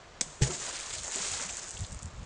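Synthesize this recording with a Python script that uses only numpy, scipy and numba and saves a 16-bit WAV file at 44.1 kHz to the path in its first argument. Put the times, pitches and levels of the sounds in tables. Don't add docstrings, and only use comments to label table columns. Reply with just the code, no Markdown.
import sys
import numpy as np
from scipy import signal
from scipy.fft import rfft, irfft
from scipy.io import wavfile
from scipy.ndimage import uniform_filter1d
from numba import njit

SR = 44100
rng = np.random.default_rng(int(sys.argv[2]) if len(sys.argv) > 2 else 0)


def store_pcm(level_fs):
    pcm = np.round(np.clip(level_fs, -1, 1) * 32767).astype(np.int16)
    wavfile.write(sys.argv[1], SR, np.atleast_2d(pcm).T)


N = 99225
T = np.arange(N) / SR
THUD_S, PINCH_OFF_S = 0.2135, 0.412

# [t/s, level/dB, decay/s]
CRACKS = [(0.2099, -16, 0.0012), (0.2127, -23.5, 0.0018), (0.2128, -24, 0.0027)]
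# [t/s, f/Hz, level/dB, decay/s, glide/(1/s)]
GLUGS = [(.262, 160, -47, .035, -1.5), (.452, 145, -31, .014, 3), (.46, 610, -41, .022, 2),
         (.465, 470, -41, .02, 2.5), (.497, 365, -32.5, .018, 0), (.5, 158, -42, .04, -1.5),
         (.515, 715, -42, .025, -.5), (.962, 640, -45, .018, -1.5), (1.155, 250, -44, .012, 0),
         (1.16, 388, -41, .026, .8), (1.165, 635, -43, .02, .5), (1.2, 195, -42, .016, -3),
         (1.255, 405, -45, .018, 1), (1.405, 240, -46, .014, 0), (1.448, 165, -45, .032, 8)]
# [t/s, f/Hz, level/dB, decay/s, glide/(1/s)]
AIR_POCKETS = [(.409, 347, -31, 0.017, 1.1), (.413, 52.3, -25.5, 0.031, 4.1),
               (.415, 840, -39.5, 0.027, 0.033), (.4185, 129, -15, 0.02, 0.77),
               (.42, 421, -31.5, 0.014, 1.24)]
# [t/s, level/dB, decay/s]
SURGES = [(0.411, -40, 0.012), (0.463, -41.5, 0.1)]
# [t/s, spray level/dB, drop level/dB, lump level/dB]
FALL_LEVELS = [(.45, -40, -43.5, -47.5), (.52, -38.5, -45, -45.5), (.56, -39.5, -46.5, -52),
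               (.61, -39.5, -44.5, -51), (0.682, -41, -42.5, -43), (0.781, -44, -43.5, -53.5),
               (0.861, -44.5, -46.5, -48.5), (.94, -40.5, -43, -54), (1.018, -44, -48.5, -59),
               (1.088, -39.5, -49, -43), (1.134, -38.5, -42.5, -51.5), (1.18, -36, -40, -44),
               (1.3, -36, -39.5, -46.5), (1.419, -38, -42, -44), (1.52, -43, -50.5, -52.5),
               (1.58, -41.5, -47, -51), (1.66, -46.5, -53, -55), (1.791, -47.5, -57, -55.5),
               (1.9, -52, -59.5, -60.5), (2.018, -54.5, -70, -60.5), (2.1, -62.5, -72, -68),
               (2.24, -60.5, -68, -82)]
# [t/s, Gaussian width/s, level/dB]
GUSTS = [(.95, 0.033, -52.5), (1.022, 0.021, -46.5), (1.321, 0.049, -51), (1.522, 0.017, -50.5),
         (1.758, 0.019, -46), (1.82, 0.021, -36), (1.939, 0.025, -38), (2.052, 0.022, -35.5),
         (2.215, 0.057, -41)]
# [t/s, level/dB]
NEAR_DROPS = [(.952, -24), (.983, -30), (1.0345, -25), (1.0795, -27), (1.121, -25), (1.1592, -16.5),
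              (1.3162, -20), (1.374, -26), (1.4144, -25), (1.5256, -28), (1.5699, -23), (1.5788, -28),
              (1.6841, -28), (1.6916, -28), (1.708, -25), (1.7149, -28), (1.7772, -30), (1.7913, -30),
              (1.8068, -27), (1.8666, -33), (1.909, -35), (1.9202, -33), (1.9278, -32), (1.9463, -31),
              (2.0233, -35), (2.0304, -28), (2.058, -31)]
# [t/s, f/Hz, level/dB]
PLASHES = [(0.981, 3820, -36), (1.337, 3770, -36.5), (1.397, 1260, -41), (1.493, 2900, -37),
           (1.768, 3060, -42), (1.794, 3880, -44.5), (1.838, 4120, -43), (1.846, 3830, -41)]
# [f/Hz, level/dB]
RIVER_SPECTRUM = [(15, -14), (25, 5), (114, -4.5), (242, -10), (274, -10.5), (311, -8.5), (600, -6),
                  (647, -6), (811, -9), (1040, -7.5), (1960, -13.5), (7460, -21.5), (10400, -44),
                  (13500, -110), (22000, -120)]
SLAP_SPECTRUM = [(50, -12), (170, -6.5), (400, -12), (1500, -13), (3300, -11), (5500, -9), (6400, -0.5),
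                 (7800, -2.5), (9000, -12.5), (10400, -38.5), (12000, -68)]
THUD_SPECTRUM = [(40, 7), (110, -11), (220, 1.5), (450, -7), (900, -16), (2500, -35)]
CHURN_SPECTRUM = [(60, -13.5), (140, 4.5), (260, -2), (380, -1.5), (600, 0), (850, -11.5), (1300, -12),
                  (3000, -38.5)]
JET_SPECTRUM = [(290, -28), (500, -2), (590, -15), (863, -15), (1260, -22), (1590, -6.5), (3570, -8),
                (6990, -1), (9010, -9.5), (10400, -38), (13500, -67), (22000, -120)]
SPRAY_SPECTRUM = [(2500, -41), (4500, -10.5), (5700, -5), (6800, 1.5), (7700, 0), (8600, -10.5),
                  (9500, -21), (10500, -37.5), (12000, -46.5)]
DROP_SPECTRUM = [(600, -20.5), (1300, -3), (2200, 0.5), (3500, 1), (5000, 1), (7000, -11), (9000, 16),
                 (10500, -41)]
LUMP_SPECTRUM = [(100, -31), (200, -7.5), (300, -2.5), (420, -0.5), (800, 0), (1500, -0.5), (2200, -6),
                 (4000, -32), (8000, -51.5)]
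WIND_SPECTRUM = [(20, -20.5), (50, 1.5), (95, -1), (150, -8.5), (240, -18), (500, -65), (1500, -69)]
TICK_SPECTRUM = [(2500, -21.5), (4500, -16), (5700, -7), (6800, -1.5), (7700, -2), (8600, -4),
                 (9500, -13.5), (10500, -33), (12000, -60)]


def undb(db):
    return 10 ** (np.asarray(db) / 20)


def unit(x):
    return x / np.sqrt(np.mean(x ** 2) + 1e-20)


def colour(x, spectrum, size=4096):
    hz, db = np.array(spectrum, float).T
    bin_hz = np.maximum(np.fft.rfftfreq(size, 1 / SR), 1)
    gain_db = np.interp(np.log(bin_hz), np.log(hz), db)
    cepstrum = irfft(gain_db * np.log(10) / 20)
    cepstrum[1:size // 2] *= 2
    cepstrum[size // 2 + 1:] = 0
    response = irfft(np.exp(rfft(cepstrum)))
    return signal.fftconvolve(x, response / np.linalg.norm(response))[:N]


def noise(spectrum):
    return unit(colour(rng.standard_normal(N), spectrum))


def burst(start, rise, decay):
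    return np.clip((T - start) / rise, 0, 1) * np.exp(-np.maximum(T - start - rise, 0) / decay)


def wander(per_s):
    hold = int(SR / per_s)
    steps = rng.standard_normal(N)[np.arange(N) // hold]
    return unit(uniform_filter1d(steps, hold))


def river():
    level_db = -52 + 0.23 * wander(per_s=14.4)
    return undb(level_db) * noise(RIVER_SPECTRUM)


def slap():
    impact_s = CRACKS[0][0]
    envelope = sum(undb(db) * burst(t, 0.00032, decay) for t, db, decay in CRACKS)
    cracks = colour(envelope * np.sign(rng.standard_normal(N)), SLAP_SPECTRUM)
    sheet = undb(-52) * burst(impact_s, 0.004, 0.014) + undb(-47.5) * burst(impact_s, 0.011, 0.2)
    thud = undb(-40) * burst(THUD_S, 0.0019, 0.017) * noise(THUD_SPECTRUM)
    return cracks + sheet * noise(SLAP_SPECTRUM) + thud


def bubbles(rows):
    out = np.zeros(N)
    for t, hz, db, decay, glide in rows:
        age = T - t
        phase = 2 * np.pi * hz * age * (1 + glide * age / 2)
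        out += undb(db) * burst(t, 0.0034, decay) * np.sin(phase)
    return out


def plunk():
    jet = undb(-28) * burst(PINCH_OFF_S, 0.012, 0.02) * noise(JET_SPECTRUM)
    flicker = undb(2 * wander(per_s=400))
    return jet * flicker + bubbles(AIR_POCKETS)


def churn():
    envelope = sum(undb(db) * burst(t, 0.0038, decay) for t, db, decay in SURGES)
    return envelope * noise(CHURN_SPECTRUM)


@njit
def damped_grains(onsets, hz, cycles, amplitude, glide):
    out = np.zeros(N)
    for k in range(len(onsets)):
        length = int(cycles[k] / hz[k] * SR) + 2
        phase = 0.
        for i in range(min(length, N - onsets[k])):
            phase += 2 * np.pi * hz[k] * (1 + glide * i / length) / SR
            out[onsets[k] + i] += amplitude[k] * np.sin(phase) * np.exp(-5 * i / length)
    return out


def patter(envelope, peak_per_s, band_hz, cycles, spread_db, thinning, candidates=24000):
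    when, chance, pitch, length, strength = rng.random((candidates, 5)).T
    onsets = (when * (N - 1)).astype(int)
    density = np.maximum(envelope / envelope.max(), 1e-6) ** thinning
    lands = chance < density[onsets] * peak_per_s * N / SR / candidates
    low_hz, high_hz = band_hz
    hz = low_hz * (high_hz / low_hz) ** pitch
    grain_cycles = cycles * (0.4 + 2 * length ** 2)
    amplitude = undb(-spread_db * np.log(np.maximum(strength, 0.004))) * hz / high_hz
    return damped_grains(onsets[lands], hz[lands], grain_cycles[lands], amplitude[lands], glide=0.34)


def shower(envelope, grains, spectrum):
    x = colour(grains, spectrum)
    power = uniform_filter1d(x ** 2, int(0.06 * SR))
    return envelope * x / np.sqrt(np.maximum(power, 0) + 1e-4 * np.mean(x ** 2))


def falling_water():
    times, *levels = np.array(FALL_LEVELS).T
    onset = np.clip((T - PINCH_OFF_S) / 0.037, 0, 1)
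    clumping = undb(1.2 * wander(per_s=70))
    fine, medium, heavy = (onset * clumping * undb(np.interp(T, times, db)) for db in levels)
    spray = patter(fine, peak_per_s=7000, band_hz=(4530, 9160), cycles=1.47, spread_db=2.5, thinning=1)
    drops = patter(medium, peak_per_s=4000, band_hz=(1270, 6000), cycles=3.9, spread_db=0, thinning=0.6)
    lumps = patter(heavy, peak_per_s=1500, band_hz=(295, 2530), cycles=7.7, spread_db=1, thinning=0.55)
    return (undb(-0.5) * shower(fine, spray, SPRAY_SPECTRUM)
            + undb(-0.5) * shower(medium, drops, DROP_SPECTRUM)
            + undb(-1) * shower(heavy, lumps, LUMP_SPECTRUM))


def wind():
    envelope = sum(undb(db) * np.exp(-((T - t) / width) ** 2 / 2) for t, width, db in GUSTS)
    return envelope * noise(WIND_SPECTRUM)


def near_drops():
    ticks = np.zeros(N)
    fizz = undb(-20.5) * rng.standard_normal(N)
    for t, db in NEAR_DROPS:
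        ticks[int(t * SR)] += undb(db)
        ticks += undb(db) * burst(t, 0.0001, 0.0019) * fizz
    return undb(8) * colour(ticks, TICK_SPECTRUM)


def plashes():
    out = np.zeros(N)
    for t, hz, db in PLASHES:
        band = noise([(hz / 3, -35), (hz, 0), (hz * 2.5, -35)])
        out += undb(db) * burst(t, 0.0018, 0.0048) * band
    return out


def scattering(splash):
    response = rng.standard_normal(N) * burst(0.004, 0.0045, 0.013)
    response = signal.sosfilt(signal.butter(2, 900, "high", fs=SR, output="sos"), response)
    return undb(-12) * signal.fftconvolve(splash, response / np.linalg.norm(response))[:N]


def scene():
    splash = slap() + plunk() + churn() + bubbles(GLUGS) + falling_water() + near_drops() + plashes()
    return (splash + scattering(splash) + river() + wind())[None]


def record(dry):
    cutoff_hz = 10450
    return signal.sosfilt(signal.ellip(8, 0.2, 70, cutoff_hz, fs=SR, output="sos"), dry)


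dry = scene()
out = record(dry)
store_pcm(out)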